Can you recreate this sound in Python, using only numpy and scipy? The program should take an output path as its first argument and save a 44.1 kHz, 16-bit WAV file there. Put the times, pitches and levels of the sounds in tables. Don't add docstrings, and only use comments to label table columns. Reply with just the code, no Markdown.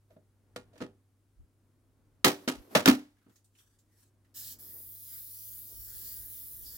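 import sys
import numpy as np
from scipy import signal
from scipy.fft import rfft, irfft
from scipy.io import wavfile
from scipy.ndimage import uniform_filter1d

SR = 44100
rng = np.random.default_rng(int(sys.argv[2]) if len(sys.argv) > 2 else 0)


def dump(signal):
    limited = np.clip(np.atleast_2d(signal).T, -1, 1)
    pcm = np.round(limited * 32767).astype(np.int16)
    wavfile.write(sys.argv[1], SR, pcm)


N = 298557
TIME_S = np.arange(N) / SR
PORT_LAG_S = 0.00016

# start, end and opening time in seconds, extra jet, splash and cover gain in dB.
PRESSES = [(4.341, 4.527, .03, 4.5, 11.5, 9.5), (4.584, 6.8, .013, 0.5, 0.5, -0.5)]
# time in seconds, relative jet, splash and cover level in dB.
SPRAY_LEVELS = [(4.62, -50.5, -65, -81), (4.77, -48, -67, -79), (4.91, -50, -69.5, -86),
                (5.05, -48.5, -63, -83.5), (5.17, -44.5, -60.5, -69), (5.27, -48.5, -63, -82),
                (5.59, -46, -62, -79), (5.64, -48.5, -65, -86), (5.75, -49, -63.5, -79.5),
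                (6.07, -44.5, -57, -69), (6.26, -45.5, -64.5, -77.5), (6.33, -46.5, -60, -77),
                (6.6, -47.5, -68, -85.5), (6.65, -48.5, -61, -84), (6.76, -47.5, -60.5, -73.5)]
# time in seconds, relative level in dB.
WHISTLE_LEVELS = [(6.6, -89.5), (6.635, -70.5), (6.67, -51.5), (6.7, -59.5), (6.77, -69)]
# frequency in Hz, relative level in dB.
JET_SPECTRUM = [(5000, -50), (8500, -19), (9700, -11), (11000, -7), (13000, -5), (14500, -1), (15700, -2.5)]
SPLASH_SPECTRUM = [(1800, -21), (2600, -14.5), (3300, -4.5), (4000, -2), (4800, 2.5), (6300, 1), (7800, 3),
                   (8600, -5.5), (12000, -4.5), (16000, -8.5)]
COVER_SPECTRUM = [(200, 7), (450, -3.5), (750, -11.5), (1150, -6), (1700, 4.5), (2150, 1), (2600, -12.5),
                  (3200, -5.5), (4500, -11.5)]
WHISTLE_SPECTRUM = [(2800, -48), (3500, -13), (4200, -18), (4700, 2), (5100, -5), (5400, -1), (5900, -19),
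                    (9000, -33)]

# start in seconds, relative level in dB, tilt in dB per octave,
# contact time in seconds, favoured table pitch in Hz, relative table boom in dB.
KNOCKS = [(0.104, -79, -2, .004, 680, -62.5), (0.163, -77, -7, 0.0029, 670, -59.5),
          (0.5605, -49.5, -0.66, 0.00051, 505, -44), (0.731, -76.5, 0, 0.0048, 600, -62.5),
          (0.757, -70, -3.5, .003, 600, -65), (0.7785, -71.5, 1.5, .0005, 600, -80),
          (0.8041, -53.5, -5, 0.00089, 308, -42), (0.8145, -49, -3, .0003, 430, -41),
          (2.2434, -24, 0.8, .002, 335, -30), (2.266, -32.5, -0.9, .001, 366.8, -24.5),
          (2.476, -36, 0, .003, 327, -29.5), (2.75, -25.5, -1.06, .0018, 608, -22.5),
          (2.8576, -26.5, -0.37, .0004, 302.4, -34.5), (2.8764, -25, -0.5, .001, 262, -12.8),
          (3.261, -78.5, -7, 0.0057, 252, -63.5)]
BAND_EDGES_HZ = [130, 400, 900, 2400, 6500, 16000]
BAND_CENTRES_HZ = np.sqrt(np.multiply(BAND_EDGES_HZ[:-1], BAND_EDGES_HZ[1:]))
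# frequency in Hz, relative level in dB.
BLOW_SPECTRUM = [(230, -2.5), (600, -1.5), (1500, 1), (4000, 2), (10000, -2)]
# frequency in Hz, T60 in seconds.
CLATTER_DECAY = [(150, .15), (400, 0.21), (1500, .135), (5000, 0.15), (15000, 0.14)]
# frequency in Hz, relative level in dB, T60 in seconds.
TABLE_MODES = [(150, -9.5, 0.072), (207.4, 1.5, 0.094), (225, -6.5, 0.2), (256.5, 3.5, 0.21),
               (292.6, -4, .28), (342.6, -11, .18), (391, -7.5, 0.29), (492, -2.5, 0.18), (596, -4, .22),
               (647, -2.5, 0.12)]
TOOL_MODES = [(856, -9, .16), (958, -4, .18), (1141, -5, .18), (1268, -1, .16), (1417, 0, .17),
              (1674, -3, .13), (1777, 0, .15), (1884, -4, .17), (2105, -5, .14), (2401, -4, .15),
              (2600, -6, .14), (2852, -4, .15), (3131, -3, .12), (3705, -4, .11), (3956, -3, .11),
              (4174, -3, .1), (4690, -5, .1), (5550, -5, .11), (6100, -6, .08)]

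# start in seconds, level in dB, pitch in Hz.
TICKS = [(.78, -66, 2700), (3.294, -67.5, 1450), (3.357, -63, 6820), (3.443, -66, 8900),
         (3.551, -67.5, 3060), (3.585, -64, 3520), (3.787, -67, 7700), (4.246, -73, 2000)]
# peak time in seconds, level in dB, half-width in seconds.
SLIDES = [(.125, -69.5, 0.027), (.775, -71, .03), (2.44, -58, 0.076), (2.62, -59, 0.085),
          (2.738, -49, .033)]
RUSTLES = [(4.64, -69.5, 0.069), (4.765, -65, 0.049), (5.735, -66, .035)]
GRIPS = [(3.35, -73, 0.051), (3.59, -72.5, 0.043), (3.68, -76, 0.094), (3.95, -77.5, 0.077),
         (4.02, -69.5, 0.053)]
PUFFS = [(1.412, -53.5, 0.032), (2.585, -50.5, 0.026), (5.786, -53.5, 0.037), (5.96, -49.5, 0.02),
         (6.222, -57.5, 0.038)]
# frequency in Hz, relative level in dB.
SLIDE_SPECTRUM = [(120, -40.5), (200, -13.5), (278, -1), (836, -16.5), (1060, -17), (2510, -28),
                  (6050, -31), (8420, -33), (13100, -25), (16000, -35)]
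RUSTLE_SPECTRUM = [(120, -20), (250, 0.5), (450, 1), (700, -8), (1200, -13.5), (3000, -28), (10000, -50)]
GRIP_SPECTRUM = [(590, -44), (1000, -10.5), (1830, -3), (2560, -15), (3340, -7), (3930, -9.5), (7270, -6),
                 (16000, -10)]
MURMUR_SPECTRUM = [(15, -23), (30, -7.5), (48, -1.5), (75, -5), (130, -5.5), (190, -12.5), (255, -5),
                   (400, -13), (600, -19.5), (900, -23.5), (1500, -27), (2500, -35.5), (6000, -46),
                   (16000, -46.5)]
HISS_SPECTRUM = [(1000, -4), (6000, -3), (8800, -2), (9800, 1), (11000, -4.5), (16000, -6)]
WIND_SPECTRUM = [(15, -15), (35, -3.5), (60, 1.5), (100, -17), (200, -26), (1000, -68.5), (8000, -100)]
# time in seconds, relative hum and murmur level in dB.
BACKGROUND_LEVELS = [
    [(0.0, -68, -78), (0.42, -72, -75.5), (0.59, -65.5, -71.5), (0.76, -68.5, -71.5), (1.09, -71, -78.5),
     (2.15, -71.5, -76)],
    [(3.5, -75, -80.5), (4.28, -71, -77.5), (4.62, -65.5, -69.5), (5.25, -68, -78), (6.16, -62.5, -71.5),
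     (6.76, -68, -72.5)],
]
# frequency in Hz, coherence from 0 to 1.
PORT_COHERENCE = [(100, 0.91), (280, 0.89), (800, 0.2), (1800, 0.3), (4000, 0.3), (15000, .05)]
MURMUR_COHERENCE = [(30, .5), (120, .81), (400, .95), (1500, .36)]


def spray(jet_db=4.5, splash_db=4.0, cover_db=6.5):
    jet = shimmer(noise(JET_SPECTRUM, coherence=.97, lag_s=.00001), depth_db=2.1)
    splash = shimmer(noise(SPLASH_SPECTRUM, coherence=.4, lag_s=.00003, right_db=4), depth_db=2.6)
    cover = shimmer(noise(COVER_SPECTRUM, coherence=.32, right_db=1), depth_db=3)
    jet *= undb(curve(SPRAY_LEVELS, column=1) + jet_db + .6 * walk(180))
    splash *= undb(curve(SPRAY_LEVELS, column=2) + splash_db + .83 * walk(400))
    cover *= undb(curve(SPRAY_LEVELS, column=3) + cover_db)
    out = np.zeros((2, N))
    for start_s, end_s, open_s, extra_jet_db, extra_splash_db, extra_cover_db in PRESSES:
        flow = valve(start_s, end_s, open_s)
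        out += flow * undb(extra_jet_db) * jet
        out += flow ** .71 * undb(extra_splash_db) * splash
        out += np.sqrt(flow) * undb(extra_cover_db) * cover
    return out


def valve(start_s, end_s, open_s, close_s=.017):
    opening = np.clip((TIME_S - start_s) / open_s, 0, 1)
    return opening * np.exp(-np.maximum(TIME_S - end_s, 0) / close_s)


def cable_whistle(gain_db=-1.5):
    whistle = noise(WHISTLE_SPECTRUM, coherence=.3, right_db=3)
    level_db = curve(WHISTLE_LEVELS) + gain_db + 1.4 * walk(100)
    return whistle * undb(level_db) * (TIME_S > WHISTLE_LEVELS[0][0])


def knocks(boom_db=-1, tools_db=-2, clatter_db=-2):
    out, t = np.zeros((2, N)), np.arange(SR // 2) / SR
    octaves = np.log2(BAND_CENTRES_HZ / np.median(BAND_CENTRES_HZ))
    for start_s, level_db, tilt_db_oct, contact_s, favoured_hz, table_db in KNOCKS:
        bands_db = level_db + tilt_db_oct * octaves + at_hz(BLOW_SPECTRUM, BAND_CENTRES_HZ)
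        boom = undb(table_db + boom_db) * table_ring(t, favoured_hz)
        clink = undb(tools_db) * tool_ring(t, bands_db)
        add(out, start_s, boom + clink + undb(clatter_db) * clatter(t, bands_db, contact_s))
    return signal.sosfilt(signal.butter(2, 50, "high", fs=SR, output="sos"), out)


def clatter(t, bands_db, contact_s, crack_s=.0041, build_cycles=1.2, echo_db=-23, echo_t60_s=.39):
    density_db = bands_db - 10 * np.log10(np.diff(BAND_EDGES_HZ))
    bass = [(hz, density_db[0] + db) for hz, db in [(30, -31), (70, -13), (115, -7.5), (150, -3)]]
    top_db = density_db[-1] + np.clip(.48 * (bands_db[-1] + 25), -12, 1)
    spectrum = [*bass, *zip(BAND_CENTRES_HZ, density_db), (15000, top_db)]
    ring = noise(spectrum, lag_s=PORT_LAG_S, right_db=1.5, size=len(t))
    chatter = undb(4 * walk(330)[:len(t)])
    crack = 1 + .5 * np.exp(-t / crack_s)
    echo = undb(echo_db) * fade(t, echo_t60_s)
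    edges_hz = [0, *BAND_EDGES_HZ[1:]]
    out = 0
    for low_hz, high_hz, hz, level_db in zip(edges_hz, edges_hz[1:], BAND_CENTRES_HZ, bands_db):
        attack = 1 - np.exp(-t / (contact_s + build_cycles / hz))
        decay = fade(t, at_hz(CLATTER_DECAY, hz)) * crack
        if hz > 900:
            decay *= chatter
        part = band(ring, low_hz, high_hz) * attack * (decay + echo)
        out += undb(level_db) * part / part[:, t < .03].std()
    return out


def table_ring(t, favoured_hz, width_oct=.42):
    offset_oct = np.log2(np.array(TABLE_MODES)[:, 0] / favoured_hz)
    gains = .13 + np.exp(-(offset_oct / width_oct) ** 2)
    out = modes(t, TABLE_MODES, gains, rise_cycles=1.2)
    out *= 1 + 2.4 * np.exp(-t / .0088)
    return out / out[:, t < .03].std()


def tool_ring(t, bands_db, left_db=-5):
    blow = list(zip(BAND_CENTRES_HZ, bands_db))
    gains = undb(at_hz(blow, np.array(TOOL_MODES)[:, 0]))
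    return modes(t, TOOL_MODES, gains, rise_cycles=.72) * undb([[left_db], [0]])


def ticks(rattle_count=6, rattle_span_s=(3.0, 3.28), rattle_db=-76, rattle_hz=1820, spread_oct=.4):
    out = np.zeros((2, N))
    for start_s, level_db, hz in TICKS:
        add(out, start_s, undb(level_db) * tick(hz))
    for _ in range(rattle_count):
        hz = rattle_hz * 2 ** rng.uniform(-spread_oct, spread_oct)
        add(out, rng.uniform(*rattle_span_s), undb(rattle_db) * tick(hz))
    return out


def tick(hz, t60_s=.17, rise_s=.0009):
    t = np.arange(SR // 4) / SR
    spectrum = [(hz / 4, -22), (hz * .82, -8), (hz, 0), (hz * 1.02, -10), (hz * 4, -20)]
    ring = noise(spectrum, right_db=1.5, size=len(t))
    return ring * fade(t, t60_s) * (1 - np.exp(-t / rise_s))


def friction():
    slide = noise(SLIDE_SPECTRUM, right_db=-.5) * swells(SLIDES) * undb(1.3 * walk(120))
    sleeve = noise(RUSTLE_SPECTRUM) * swells(RUSTLES) * undb(2.2 * walk(60))
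    grip = shimmer(noise(GRIP_SPECTRUM), depth_db=4) * swells(GRIPS) * undb(2.4 * walk(70))
    return slide + sleeve + grip


def wind(eddy_start_s=4.6, eddy_db=-66):
    eddies = np.clip(TIME_S - eddy_start_s, 0, 1) * undb(eddy_db + 3 * walk(14))
    return noise(WIND_SPECTRUM, coherence=.24) * (swells(PUFFS) + eddies)


def background(hum_hz=99.7, hum_db=.5, murmur_db=4.5, hiss_db=-83.5):
    levels = np.vstack(BACKGROUND_LEVELS)
    phase = 2 * np.pi * np.cumsum(hum_hz + 1.1 * walk(9)) / SR
    hum = np.sqrt(2) * np.sin(phase) * undb(curve(levels, column=1) + hum_db + .9 * walk(8))
    murmur = noise(MURMUR_SPECTRUM, coherence=MURMUR_COHERENCE, right_db=-3.5)
    murmur *= undb(curve(levels, column=2) + murmur_db + .64 * walk(3.5))
    hiss = noise(HISS_SPECTRUM, coherence=.41) * undb(hiss_db)
    return hum + murmur + hiss


def shimmer(x, depth_db, width_hz=260, hold_s=.091, size=1024):
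    spectrum = signal.stft(x, nperseg=size)[2]
    ripple = rng.standard_normal(spectrum.shape[1:])
    for _ in range(2):
        ripple = uniform_filter1d(ripple, round(width_hz * size / SR), axis=0)
        ripple = uniform_filter1d(ripple, round(2 * hold_s * SR / size), axis=1)
    spectrum *= undb(depth_db * unit(ripple))
    return unit(signal.istft(spectrum, nperseg=size)[1][:, :N])


def modes(t, table, gains, rise_cycles, scatter_db=1.5):
    out = 0
    for (hz, level_db, t60_s), gain in zip(table, gains):
        phase = rng.uniform(0, 2 * np.pi)
        left_shift = -2 * np.pi * hz * PORT_LAG_S + rng.normal() * hz / 2500
        swing = np.sin(2 * np.pi * hz * t + phase + np.array([[left_shift], [0]]))
        envelope = (1 - np.exp(-t * hz / rise_cycles)) * fade(t, t60_s)
        out += gain * undb(level_db + scatter_db * rng.normal()) * swing * envelope
    return out


def noise(spectrum, coherence=PORT_COHERENCE, lag_s=0, right_db=0, size=N):
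    hz = np.fft.rfftfreq(size, 1 / SR)
    mid, side = rfft(rng.standard_normal((2, size))) * undb(at_hz(spectrum, hz))
    alike = at_hz(coherence, hz) if np.ndim(coherence) else coherence
    mid, side = mid * np.sqrt(1 + alike), side * np.sqrt(1 - alike)
    left = (mid + side) * np.exp(-2j * np.pi * hz * lag_s) * undb(-right_db * (1 - alike))
    return unit(irfft([left, mid - side], size))


def walk(rate_hz):
    hold = int(SR / rate_hz)
    steps = np.repeat(rng.standard_normal(N // hold + 1), hold)
    return 1.3 * uniform_filter1d(uniform_filter1d(steps, hold), hold)[:N]


def swells(table):
    return sum(undb(db) * np.exp(-((TIME_S - peak_s) / width_s) ** 2) for peak_s, db, width_s in table)


def curve(rows, column=1):
    rows = np.array(rows)
    return np.interp(TIME_S, rows[:, 0], rows[:, column])


def at_hz(points, hz):
    points_hz, values = np.transpose(points)
    return np.interp(np.log(np.maximum(hz, 1)), np.log(points_hz), values)


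def band(x, low_hz, high_hz):
    hz = np.fft.rfftfreq(x.shape[-1], 1 / SR)
    return irfft(rfft(x) * ((hz >= low_hz) & (hz < high_hz)), x.shape[-1])


def fade(t, t60_s):
    return np.exp(-np.log(1000) * t / t60_s)


def undb(db):
    return 10 ** (np.asarray(db) / 20)


def unit(x):
    return x / np.sqrt(np.mean(x ** 2) + 1e-30)


def add(out, start_s, x):
    i = int(start_s * SR)
    out[:, i:i + x.shape[1]] += x[:, :N - i]


def scene():
    return knocks() + friction() + ticks() + spray() + cable_whistle() + wind() + background()


def record(dry):
    cutoff_hz = 15900
    return signal.sosfilt(signal.ellip(10, .2, 70, cutoff_hz, fs=SR, output="sos"), dry)


dry = scene()
out = record(dry)
dump(out)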